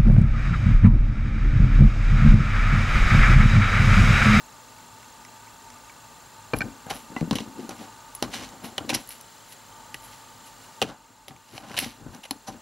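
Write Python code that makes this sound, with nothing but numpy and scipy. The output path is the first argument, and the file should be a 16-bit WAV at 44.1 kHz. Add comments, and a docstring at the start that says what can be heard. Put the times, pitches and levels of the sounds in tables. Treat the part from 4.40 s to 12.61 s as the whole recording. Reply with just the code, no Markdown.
"""A camera motor whirs and ticks 25 times a second over a soft hiss; a brush cap then dabs a plate edge.
Bottle knocks, taps, scuffs, slides and scrapes follow: a plastic card on an engraved steel plate, at a desk.
Contacts are noise forces through plate, desk and card-edge resonances; blows also rock the desk.
Rubbing is random grit through the same bodies; the camera is shaped noise plus decaying sines."""
import sys
import numpy as np
from scipy import signal
from scipy.fft import rfft, irfft
from scipy.io import wavfile

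SR = 44100
rng = np.random.default_rng(int(sys.argv[2]) if len(sys.argv) > 2 else 0)


def nominal_scale(level):
    """Amplitude ratio for a level in decibels (scalar or array-like)."""
    x = np.asarray(level, float) / 20
    return 10 ** x


def master_out(mix):
    """Clip the mix to full scale and print it as 16-bit PCM to the path in sys.argv[1]."""
    frames = np.transpose(np.atleast_2d(mix))
    ceiling = np.clip(frames, -1, 1)
    pcm = np.round(ceiling * 32767).astype(np.int16)
    wavfile.write(sys.argv[1], SR, pcm)


N = 362061

# hard contacts: start_s, peak_db, ring_hz, body_db re peak, sparkle_db re peak
TAPS = [(2.1654, -34, 2420, -6, -7), (2.466, -45, 2730, 12, 4), (2.5084, -26.5, 2770, 4, -13),
        (2.7635, -36, 1970, 16, -33), (2.8095, -28, 2030, -6, -25), (2.9103, -13, 3600, -6.5, -33),
        (2.9552, -19.5, 3230, -16, -8), (2.9671, -33, 3200, -10, -21), (2.9851, -18.5, 2960, -7, -32),
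        (3.0044, -29, 3240, -14, -21), (3.2929, -25.5, 6100, -4.5, -6.5), (3.7504, -33, 6030, -23, 6),
        (3.8253, -12.5, 4350, -4, -10.5), (3.9395, -31, 3200, 1, -23), (4.0901, -35, 6560, -17, -16),
        (4.2436, -33, 2930, -3, -3), (4.3805, -14.5, 3000, -7, -14), (4.4934, -15.5, 4350, -7, -20),
        (4.5484, -18, 5860, -6, 0), (4.6744, -42, 6670, -20, 11), (4.6907, -37, 5000, -13, 11.5),
        (4.7064, -31, 2280, -20, -2), (4.811, -38.5, 6300, -22, 6), (5.1238, -34, 6600, -9, -7),
        (5.5436, -21, 1800, -18, -9), (6.4166, -10, 2720, -6, -29), (6.4238, -11.5, 2560, -7, -24),
        (6.4994, -39, 3760, -6, -21), (6.8821, -27, 1620, -9, -8), (6.9077, -41, 2160, -7, -18),
        (6.9631, -41, 2270, -11, -38), (7.179, -24, 2500, -7.5, -32), (7.2967, -37, 2570, -10, -22),
        (7.3153, -30, 2010, -17, -23), (7.3425, -31, 2620, -3.5, -19), (7.3671, -22, 2830, -15, -16),
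        (7.3888, -9, 2830, -22, -6), (7.7478, -33, 6300, -23, -12), (7.9091, -14, 4360, -10, -6)]
# friction swells: peak_s, peak_db, ring_hz, body_db re peak, sparkle_db re peak, rise_s
SCUFFS = [(2.1878, -31.5, 5500, -20, 6.5, 0.0035), (2.505, -23, 1950, -6, -6.5, .01),
          (4.502, -15.5, 2600, -8, -20, 0.014), (4.549, -14.5, 5430, -12.5, -9, .012),
          (7.378, -14, 2830, -16, -29, .01), (7.84, -33, 2870, -6, -12, 0.0098),
          (7.856, -31.5, 2630, -6.5, -13, 0.0097), (8.085, -31, 5900, 3.5, -10, 0.02)]
# glass bottle knocks: start_s, peak_db, body_db re peak
CLINKS = [(2.1352, -15.5, -2), (2.2064, -17, -15), (2.2166, -16, -18)]
# brush cap on the plate edge: start_s, peak_db, upper_ring_db re peak
DABS = [(0.3844, -46, -9), (0.629, -41, -6), (0.8497, -39.5, 3), (1.072, -45, -6), (1.3026, -42, 3),
        (1.4965, -36.5, -8)]
# small hard parts ringing clear: start_s, peak_db, pitch_hz, t60_s
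PINGS = [(2.766, -29.5, 2010, 0.1), (2.764, -30, 2700, .03), (3.751, -29, 10300, .04),
         (5.545, -33, 1950, 0.031), (7.91, -21, 4200, 0.01)]
# soft blows into the desk top: start_s, peak_db, ring_hz, deep_db re peak, judder_t60_s
THUMPS = [(2.133, -18, 440, -6, 0.029), (2.141, -16.5, 270, -30, 0.027), (2.159, -40, 240, 1, 0.064),
          (2.209, -25, 170, -10, 0.06), (2.239, -31, 170, -9, 0.07), (2.465, -33.5, 164, -12, 0.07),
          (2.507, -29.5, 410, -7, 0.058), (2.7, -37, 172, -16, 0.077), (2.764, -23, 236, -32, 0.059),
          (2.812, -16.5, 170, -19, 0.13), (2.825, -16, 168, -18, 0.17), (2.874, -28, 229, -15, 0.075),
          (2.91, -14.5, 224, -29, 0.08), (2.924, -14.5, 168, -23, 0.063), (2.953, -20.5, 227, -14, 0.07),
          (3.003, -36, 433, -20, 0.07), (3.003, -28, 217, -25, 0.087), (3.191, -28.5, 361, -32, 0.11),
          (3.244, -38, 230, -15.5, 0.11), (3.289, -28, 338, -33, 0.084), (3.314, -35, 175, -27, 0.076),
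          (3.823, -17, 330, -35, 0.044), (3.859, -31, 232, -11, 0.054), (4.241, -31, 179, -30, 0.055),
          (4.378, -31, 388, -20, 0.059), (4.407, -29.5, 300, -14, 0.086), (4.447, -30, 308, -18, 0.079),
          (4.5, -26, 303, -19, 0.089), (4.549, -30, 320, -11, 0.063), (5.544, -42.5, 297, 1, 0.07),
          (6.416, -20, 433, -18, 0.14), (6.424, -21, 436, -15, 0.096), (6.439, -39, 299, -17, 0.07),
          (6.703, -48, 266, -17, 0.095), (6.878, -46, 388, -11, 0.07), (6.904, -50, 143, -2, 0.07),
          (7.135, -43, 369, -34, 0.058), (7.439, -46, 215, -17, 0.088), (7.461, -31, 233, -11, 0.19),
          (7.618, -45, 143, -4, 0.07), (7.663, -32, 253, -7, 0.1), (7.909, -27, 269, -27, 0.099),
          (7.958, -39.5, 267, -17, 0.054), (8.084, -34.5, 194, -6, 0.15)]
# hard edges over hard faces: peak_s, rise_s per 20 dB, fall_s per 20 dB, rasp_db, fizz_db (rms at the peak)
SCRAPES = [(2.166, .015, .03, -46, -42), (2.51, .012, .03, -33, -47), (2.558, .06, .09, -43.5, -46),
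           (2.775, .012, .05, -45, -70), (2.93, .012, .025, -36, -66), (2.962, .012, .035, -32, -50),
           (3.004, .04, .045, -40.5, -68), (3.198, .08, .15, -53, -63), (3.31, .012, .025, -42, -61),
           (3.42, .12, .09, -48, -58), (3.84, .012, .035, -40, -52), (3.94, .03, .13, -33.5, -51),
           (4.042, .09, .045, -41, -64), (4.246, .02, .07, -41, -46), (4.515, .012, .015, -37, -54),
           (4.535, .012, .02, -34, -51), (4.565, .012, .06, -38, -49), (4.605, .03, .05, -52, -50),
           (4.715, .05, .09, -47, -46), (5.13, .07, .02, -50, -49), (5.646, .04, .08, -51, -49),
           (5.728, .07, .15, -51.5, -59), (6.072, .04, .04, -51, -52), (6.24, .05, .09, -56, -60),
           (6.435, .012, .025, -38, -57), (6.491, .09, .06, -49, -68), (6.89, .012, .045, -53, -62),
           (7.172, .13, .07, -47, -54), (7.33, .2, .1, -47.5, -62), (7.36, .03, .02, -44, -54),
           (7.4, .012, .04, -30, -34), (7.43, .05, .1, -34.5, -45), (7.745, .06, .09, -53, -58),
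           (8.126, .02, .06, -54, -68)]
# weight shifting on the desk: peak_s, fall_s per 20 dB, drag_db, rumble_db, rocking_db (rms at the peak)
SHUFFLES = [(2.15, .03, -45, -38, -35), (2.17, .06, -46, -33, -35), (2.25, .11, -47, -35, -41),
            (2.475, .05, -42, -50, -54), (2.515, .06, -35, -40, -45), (2.56, .12, -52, -47, -54),
            (2.72, .09, -54, -43, -57), (2.775, .03, -37, -37, -55), (2.84, .03, -46, -32, -39),
            (2.89, .03, -60, -40, -50), (2.935, .02, -32, -29, -38), (2.965, .04, -42, -32, -40),
            (3.004, .11, -50, -38, -51), (3.08, .08, -50, -40, -50), (3.198, .11, -49, -34.5, -54),
            (3.31, .07, -40, -39, -52), (3.42, .11, -44, -40, -60), (3.84, .03, -32, -29, -38),
            (3.882, .05, -42, -36, -46), (3.95, .15, -43, -43, -59), (4.01, .15, -44, -41, -48),
            (4.14, .12, -50, -48, -58), (4.25, .09, -41, -38, -51), (4.33, .06, -52, -46, -56),
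            (4.41, .08, -42, -39, -43), (4.48, .04, -53, -39, -48), (4.515, .02, -40, -34, -42),
            (4.529, .02, -31, -30, -34), (4.562, .08, -40, -38, -43), (5.69, .11, -58, -55, -65),
            (6.435, .035, -35, -31, -44), (6.455, .06, -46, -46, -39), (6.495, .07, -38, -42, -50),
            (6.91, .08, -52, -50, -49), (7.15, .09, -48, -45, -50), (7.24, .2, -45.5, -48, -57),
            (7.31, .09, -43, -45, -50), (7.345, .06, -41, -48, -52), (7.38, .04, -40, -42, -39),
            (7.43, .12, -43, -40, -46), (7.61, .09, -54, -48, -46), (7.668, .11, -49, -42, -41),
            (7.745, .08, -47, -42, -58), (7.925, .04, -46, -41, -53), (8.1, .05, -45, -44, -46),
            (8.14, .12, -52, -48, -53)]

# struck modes of the bottle: pitch_hz, relative_db, t60_s
BOTTLE_MODES = [(1560, -1.5, .028), (1800, -6, .022), (2380, 0, .027), (4200, -13, .011)]
# struck modes of the brush cap, lower and upper group: pitch_hz, relative_db, t60_s
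CAP_LOW_MODES = [(2250, 0, .028), (2050, -6, .022)]
CAP_HIGH_MODES = [(5300, -5, .014), (6050, 0, .022), (9000, -4, .005)]
# steel plate resonances: center_hz, width_hz, relative_db
PLATE = [(2030, 1020, -4), (3010, 410, 0.5), (3990, 800, -4.5), (5900, 1100, -3.5), (7520, 6000, -13)]
# thin card edge resonances: center_hz, width_hz, relative_db
CARD_EDGE = [(10500, 1300, 0), (12000, 6000, -7)]
# desk surface under contact and drag: center_hz, width_hz, relative_db
DESK_SURFACE = [(550, 124, 2), (780, 56, 10), (1026, 123, 3.5), (1510, 384, -1.5)]
# desk top resonances: center_hz, width_hz, relative_db
DESK = [(111, 27, -2.5), (170, 35, -4.5), (235, 71.6, 2), (328, 87, 1), (398, 139, -4.5), (556, 236, -13.5)]
# the whole desk rocking on its legs: center_hz, width_hz, relative_db
LEGS = [(44.5, 9.1, 5), (85.5, 40, -1.5), (130, 50, 5)]

# background hiss spectrum, mid: freq_hz, relative_db per Hz
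HISS = [(20, -35), (40, -10), (70, -16), (150, -7.5), (330, -12.5), (600, -9), (1000, -10), (1800, -12),
        (2300, -17), (4600, -17), (7000, -20), (9000, -20.5), (16000, -28.5)]
# background hiss spectrum, side: freq_hz, relative_db per Hz
HISS_SIDE = [(15, -32), (25, -2), (102, 2.5), (206, -4), (242, -2), (476, -6.5), (1100, -6), (4140, -32.5),
             (7310, -10.5), (14800, -37), (16000, -48)]
# camera body resonances under the whir: center_hz, width_hz, rms_db before waver
WHIR = [(48.5, 12, -67.5), (107, 17, -63.5), (250, 36, -64), (894, 62, -54), (1198, 79, -59),
        (1487, 47, -66), (4085, 220, -66), (7260, 490, -63), (12700, 250, -73), (15620, 60, -72)]
# level wander of the low whir: time_s, gain_db
WAVER = [(0, 0), (2.2, 1), (3.8, 2), (3.9, -1), (4.6, -4), (5.2, -5.5), (5.35, 2), (6.4, -1.5), (6.5, 2.5),
         (7.3, -2.5), (7.45, .4), (8.21, -2.2)]
# motor steps in each frame: offset_ms, ring_hz, t60_s, peak_db before lift and scatter
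STEPS = [(-1.3, 7400, 0.035, -54), (22.5, 7300, 0.021, -51), (25.5, 7400, .01, -54),
         (4.5, 6470, 0.035, -52), (20.5, 5700, 0.012, -56), (9, 3400, 0.022, -60), (13.5, 4600, .02, -55),
         (33.5, 3400, 0.011, -56), (35.5, 2800, .02, -67)]
# pitch drift of one further motor step: time_s, ring_hz
CHIRP_HZ = [(0, 2700), (3.2, 2710), (4.2, 3000), (5.8, 3060), (6.4, 2800), (8.21, 2770)]
# that step: offset_ms, t60_s, peak_db before lift and scatter
CHIRP = (3, 0.033, -53.5)

# stereo lean of the desk sounds: freq_hz, left_minus_right_db
LEFT_LEAN = [(60, 8.0), (110, 7.0), (200, 5.5), (380, 3.5), (700, 0.5), (1290, 1.0), (2380, 0.0),
             (4400, 0.0), (8120, 0.0), (15000, 0.0)]
# close reflections: freq_hz, side_re_mid_db
SPREAD = [(60, -25), (600, -17), (2500, -16.5), (4500, -17), (7500, -2), (10000, -8), (15000, -22)]

# t60 of the slower part of a 0 dB tap's chatter; weaker taps settle sooner
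CHATTER_T60_S, CHATTER_S_PER_DB = .05, .0005
SNAP_DB, SNAP_PER_SPARKLE = -5, .45  # first contact re tap peak; duller taps snap less
SHUFFLE_RISE = .45  # share of the fall time
ROOM_DB, ROOM_T60_S = -20.5, 0.32
HISS_DB, SIDE_DB, CAMERA_LEFT_DB = -51.5, -62, 0.8
FRAME_S, STEP_LIFT_DB, STEP_SCATTER_DB = .04, 1.1, 1.4
SINK_S, SINK_DB, CREEP_DB_PER_S = 6.43, -7.2, 1.6  # background level drops, then slowly climbs
LOW_CUT_HZ, TOP_HZ = 36.0, 15750


def on_log(table):
    """Reads a (Hz, dB) table over log frequency at every bin of the whole-length transform."""
    hz, db = np.transpose(table)
    return np.interp(np.log(np.fft.rfftfreq(N, 1 / SR) + 1), np.log(hz), db)


def unit(x):
    """Scales to rms 1."""
    return x / np.sqrt(np.mean(x ** 2))


def resonate(x, peaks):
    """Sums two-pole resonances (Hz, width Hz, dB) with alternating sign."""
    out = 0
    for k, (hz, width, db) in enumerate(peaks):
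        b, a = signal.iirpeak(hz, hz / width, fs=SR)
        out = out + (-1) ** k * nominal_scale(db) * signal.lfilter(b, a, x)
    return out


def fade(t60_s, size):
    """Exponential decay, 60 dB in t60_s (at least 3 ms)."""
    return np.exp(-np.log(1000) * np.arange(size) / SR / max(t60_s, .003))


def noise_burst(t60_s, size):
    """Decaying white noise, the raw force of a juddering contact."""
    return rng.standard_normal(size) * fade(t60_s, size)


def ring(hz, t60_s, size):
    """A struck mode: one decaying sine."""
    return np.sin(2 * np.pi * hz * np.arange(size) / SR) * fade(t60_s, size)


def add(track, start_s, sound, peak_db):
    """Mixes in a sound scaled to the given peak."""
    i = max(int(start_s * SR), 0)
    sound = sound[:max(N - i, 0)]
    track[i:i + len(sound)] += nominal_scale(peak_db) * sound / (np.abs(sound).max(initial=0) + 1e-12)


def card_edge(force):
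    """The thin card edge: a steep band of high resonances."""
    return resonate(resonate(force, CARD_EDGE), [(10300, 3700, 0)])


def add_contact(out, start_s, force, hz, plate, peak_db, body_db, sparkle_db):
    """One force rings the plate (boosted at the spot's pitch), the desk surface and the card edge."""
    metal = resonate(force, plate)
    add(out, start_s, metal + resonate(metal, [(hz, hz / 5.0, 5.0)]), peak_db)
    add(out, start_s, resonate(force, DESK_SURFACE), peak_db + body_db)
    add(out, start_s, card_edge(force), peak_db + sparkle_db)


def taps():
    """Hard taps: a sharp first contact, then chatter dying away."""
    out = np.zeros(N)
    for start_s, db, hz, body_db, sparkle_db in TAPS:
        t60_s = CHATTER_T60_S + CHATTER_S_PER_DB * db
        force = rng.standard_normal(6000) * (.45 * fade(t60_s, 6000) + fade(t60_s / 4, 6000))
        force[0] = 8
        snap_db = SNAP_DB + SNAP_PER_SPARKLE * min(sparkle_db, 0)
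        add(out, start_s, np.diff(noise_burst(.004, 60)), db + snap_db)
        # plate modes lose 2 dB per octave away from the spot's pitch
        plate = [(f, width, d - 2.0 * abs(np.log2(f / hz))) for f, width, d in PLATE]
        add_contact(out, start_s, force, hz, plate, db, body_db, sparkle_db)
    return out


def scuffs():
    """Friction that builds linearly and lets go exponentially."""
    out, time = np.zeros(N), np.arange(6000) / SR
    for peak_s, db, hz, body_db, sparkle_db, rise_s in SCUFFS:
        gain = np.where(time < rise_s, time / rise_s, np.exp(-(time - rise_s) / (0.54 * rise_s)))
        force = gain * rng.standard_normal(6000)
        add_contact(out, peak_s - rise_s, force, hz, PLATE, db, body_db, sparkle_db)
    return out


def strike(modes, judder_t60_s):
    """All modes of one hand-held object, driven by a briefly juddering contact."""
    force = noise_burst(judder_t60_s, 600)
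    force[0] = 3.1
    rings = sum(nominal_scale(db) * ring(hz, t60_s, 4000) for hz, db, t60_s in modes)
    return signal.fftconvolve(force, rings)


def bottle_knocks():
    """Glass modes over a noise burst through the desk surface."""
    out = np.zeros(N)
    for start_s, db, body_db in CLINKS:
        add(out, start_s, strike(BOTTLE_MODES, 0.023), db)
        add(out, start_s, resonate(noise_burst(0.077, 6000), DESK_SURFACE), db + body_db)
    return out


def cap_dabs():
    """Brush cap on the plate edge: lower and upper modes struck separately."""
    out = np.zeros(N)
    for start_s, db, upper_db in DABS:
        add(out, start_s, strike(CAP_LOW_MODES, 0.013), db)
        add(out, start_s, strike(CAP_HIGH_MODES, .01), db + upper_db)
    return out


def pings():
    """Small hard parts: one clear mode each."""
    out = np.zeros(N)
    for start_s, db, hz, t60_s in PINGS:
        add(out, start_s, ring(hz, t60_s, 9000), db)
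    return out


def thumps():
    """A soft push with some judder rings its own pitch, the desk modes and the legs."""
    out = np.zeros(N)
    for start_s, db, hz, deep_db, t60_s in THUMPS:
        push = np.r_[np.zeros(60), np.hanning(50), .12 * noise_burst(t60_s, 9000)]
        own = resonate(push, [(hz, 3.5 / t60_s, 0)])
        add(out, start_s, unit(own) + 0.4 * unit(resonate(push, DESK)), db)
        add(out, start_s, resonate(push, LEGS), db + deep_db)
    return out


def grit(rate_hz, spread_db):
    """Random catches of an edge on a rough face: most small, a few large."""
    size = nominal_scale(spread_db * rng.standard_normal(N)) * rng.standard_normal(N)
    return size * (rng.random(N) < rate_hz / SR)


def swell(peak_s, rise_s, fall_s):
    """Sample slice and gain: up 20 dB in rise_s to the peak, down 20 dB in fall_s."""
    i = np.arange(int((peak_s - 3 * rise_s) * SR), min(int((peak_s + 3 * fall_s) * SR), N))
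    late_s = i / SR - peak_s
    gain = nominal_scale(20 * np.minimum(late_s / max(rise_s, .003), -late_s / max(fall_s, .003)))
    return slice(i[0], i[-1] + 1), gain


def rub(rows, layers):
    """Swells steady layers of friction; overlapping moves add in power."""
    power = np.zeros((len(layers), N))
    for peak_s, rise_s, fall_s, *levels_db in rows:
        span, gain = swell(peak_s, rise_s, fall_s)
        power[:, span] += (nominal_scale(np.array(levels_db))[:, None] * gain) ** 2
    return sum(np.sqrt(p) * unit(x) for p, x in zip(power, layers))


def scrapes():
    """Dense grit through the steel plate (rasp) and the card edge (fizz)."""
    rasp = resonate(resonate(grit(4000, 2.2), PLATE), [(3200, 9000, 0)])
    fizz = card_edge(grit(6000, 4.4))
    return rub(SCRAPES, [rasp, fizz])


def shuffles():
    """Hands and objects shifting weight: grit through desk surface, desk top and legs."""
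    drag = resonate(grit(4000, 0.67), DESK_SURFACE)
    rumble = resonate(grit(900, 1.34), DESK[1:])
    rocking = resonate(resonate(grit(900, 1.8), LEGS), [(93, 40, 0)])
    rows = [(peak_s, SHUFFLE_RISE * fall_s, fall_s, *levels) for peak_s, fall_s, *levels in SHUFFLES]
    return rub(rows, [drag, rumble, rocking])


def motor_steps():
    """Ticks repeating every frame: decaying sines with a soft onset, scattered in pitch and level."""
    out = np.zeros(N)
    onset = np.minimum(np.arange(1200) / 30, 1)
    offset_ms, t60_s, peak_db = CHIRP
    for frame_s in np.arange(0, N / SR, FRAME_S):
        drifting_hz = np.interp(frame_s, *np.transpose(CHIRP_HZ))
        for ms, hz, t60, db in STEPS + [(offset_ms, drifting_hz, t60_s, peak_db)]:
            detune, scatter = rng.standard_normal(2)
            tick = ring(hz * (1 + 0.008 * detune), t60, 1200) * onset
            add(out, frame_s + ms / 1000, tick, db + STEP_LIFT_DB + STEP_SCATTER_DB * scatter)
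    return out


def motor_whir():
    """Noise through camera body resonances; those below 2 kHz waver in level."""
    out = np.zeros(N)
    waver = nominal_scale(np.interp(np.arange(N) / SR, *np.transpose(WAVER)))
    for hz, width, db in WHIR:
        narrow = [(hz, 1.44 * width, 0)]  # widened, as two passes narrow it
        tone = unit(resonate(resonate(rng.standard_normal(N), narrow), narrow))
        out += (waver if hz < 2000 else 1) * nominal_scale(db) * tone
    return out


def hiss(spectrum, rms_db):
    """Steady noise shaped to a spectrum."""
    return nominal_scale(rms_db) * unit(irfft(rfft(rng.standard_normal(N)) * nominal_scale(on_log(spectrum)), N))


def background():
    """Motor and hiss in stereo; their level drops once and partly recovers."""
    mid = hiss(HISS, HISS_DB) + motor_whir() + motor_steps()
    side = hiss(HISS_SIDE, SIDE_DB)
    time = np.arange(N) / SR
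    settle = nominal_scale(np.where(time > SINK_S, SINK_DB + CREEP_DB_PER_S * (time - SINK_S), 0))
    return settle * np.array([nominal_scale(CAMERA_LEFT_DB) * mid + side, mid - side])


def room(near):
    """Adds a soft tail of decaying noise."""
    tail = noise_burst(ROOM_T60_S, 12000)
    return near + nominal_scale(ROOM_DB) * signal.fftconvolve(near, tail / np.linalg.norm(tail))[:N]


def two_ports(near):
    """Close reflections differ between the microphone ports; the bass leans left."""
    scatter = noise_burst(0.025, 800)
    spectrum = rfft(near)
    side = spectrum * rfft(scatter / np.linalg.norm(scatter), N) * nominal_scale(on_log(SPREAD))
    # tanh turns a left-right dB difference into a side/mid ratio
    side = side + spectrum * np.tanh(on_log(LEFT_LEAN) * np.log(10) / 40)
    side = irfft(side, N)
    return np.array([near + side, near - side])


def scene():
    """Desk sounds with their room tail, over the camera background."""
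    contacts = taps() + scuffs() + bottle_knocks() + cap_dabs() + pings()
    near = contacts + thumps() + scrapes() + shuffles()
    return two_ports(room(near)) + background()


def band_limit(x):
    """A steep low-pass at the top of the band."""
    return signal.sosfilt(signal.butter(12, 16820, fs=SR, output="sos"), x)


def record(dry):
    """The microphone loses the deepest bass; the recorder cuts the top."""
    low_cut = signal.butter(4, LOW_CUT_HZ, "high", fs=SR, output="sos")
    top_cut = signal.ellip(10, .3, 40, TOP_HZ, fs=SR, output="sos")
    mix = signal.sosfilt(top_cut, signal.sosfilt(low_cut, dry))
    return band_limit(mix)


dry = scene()
out = record(dry)
master_out(out)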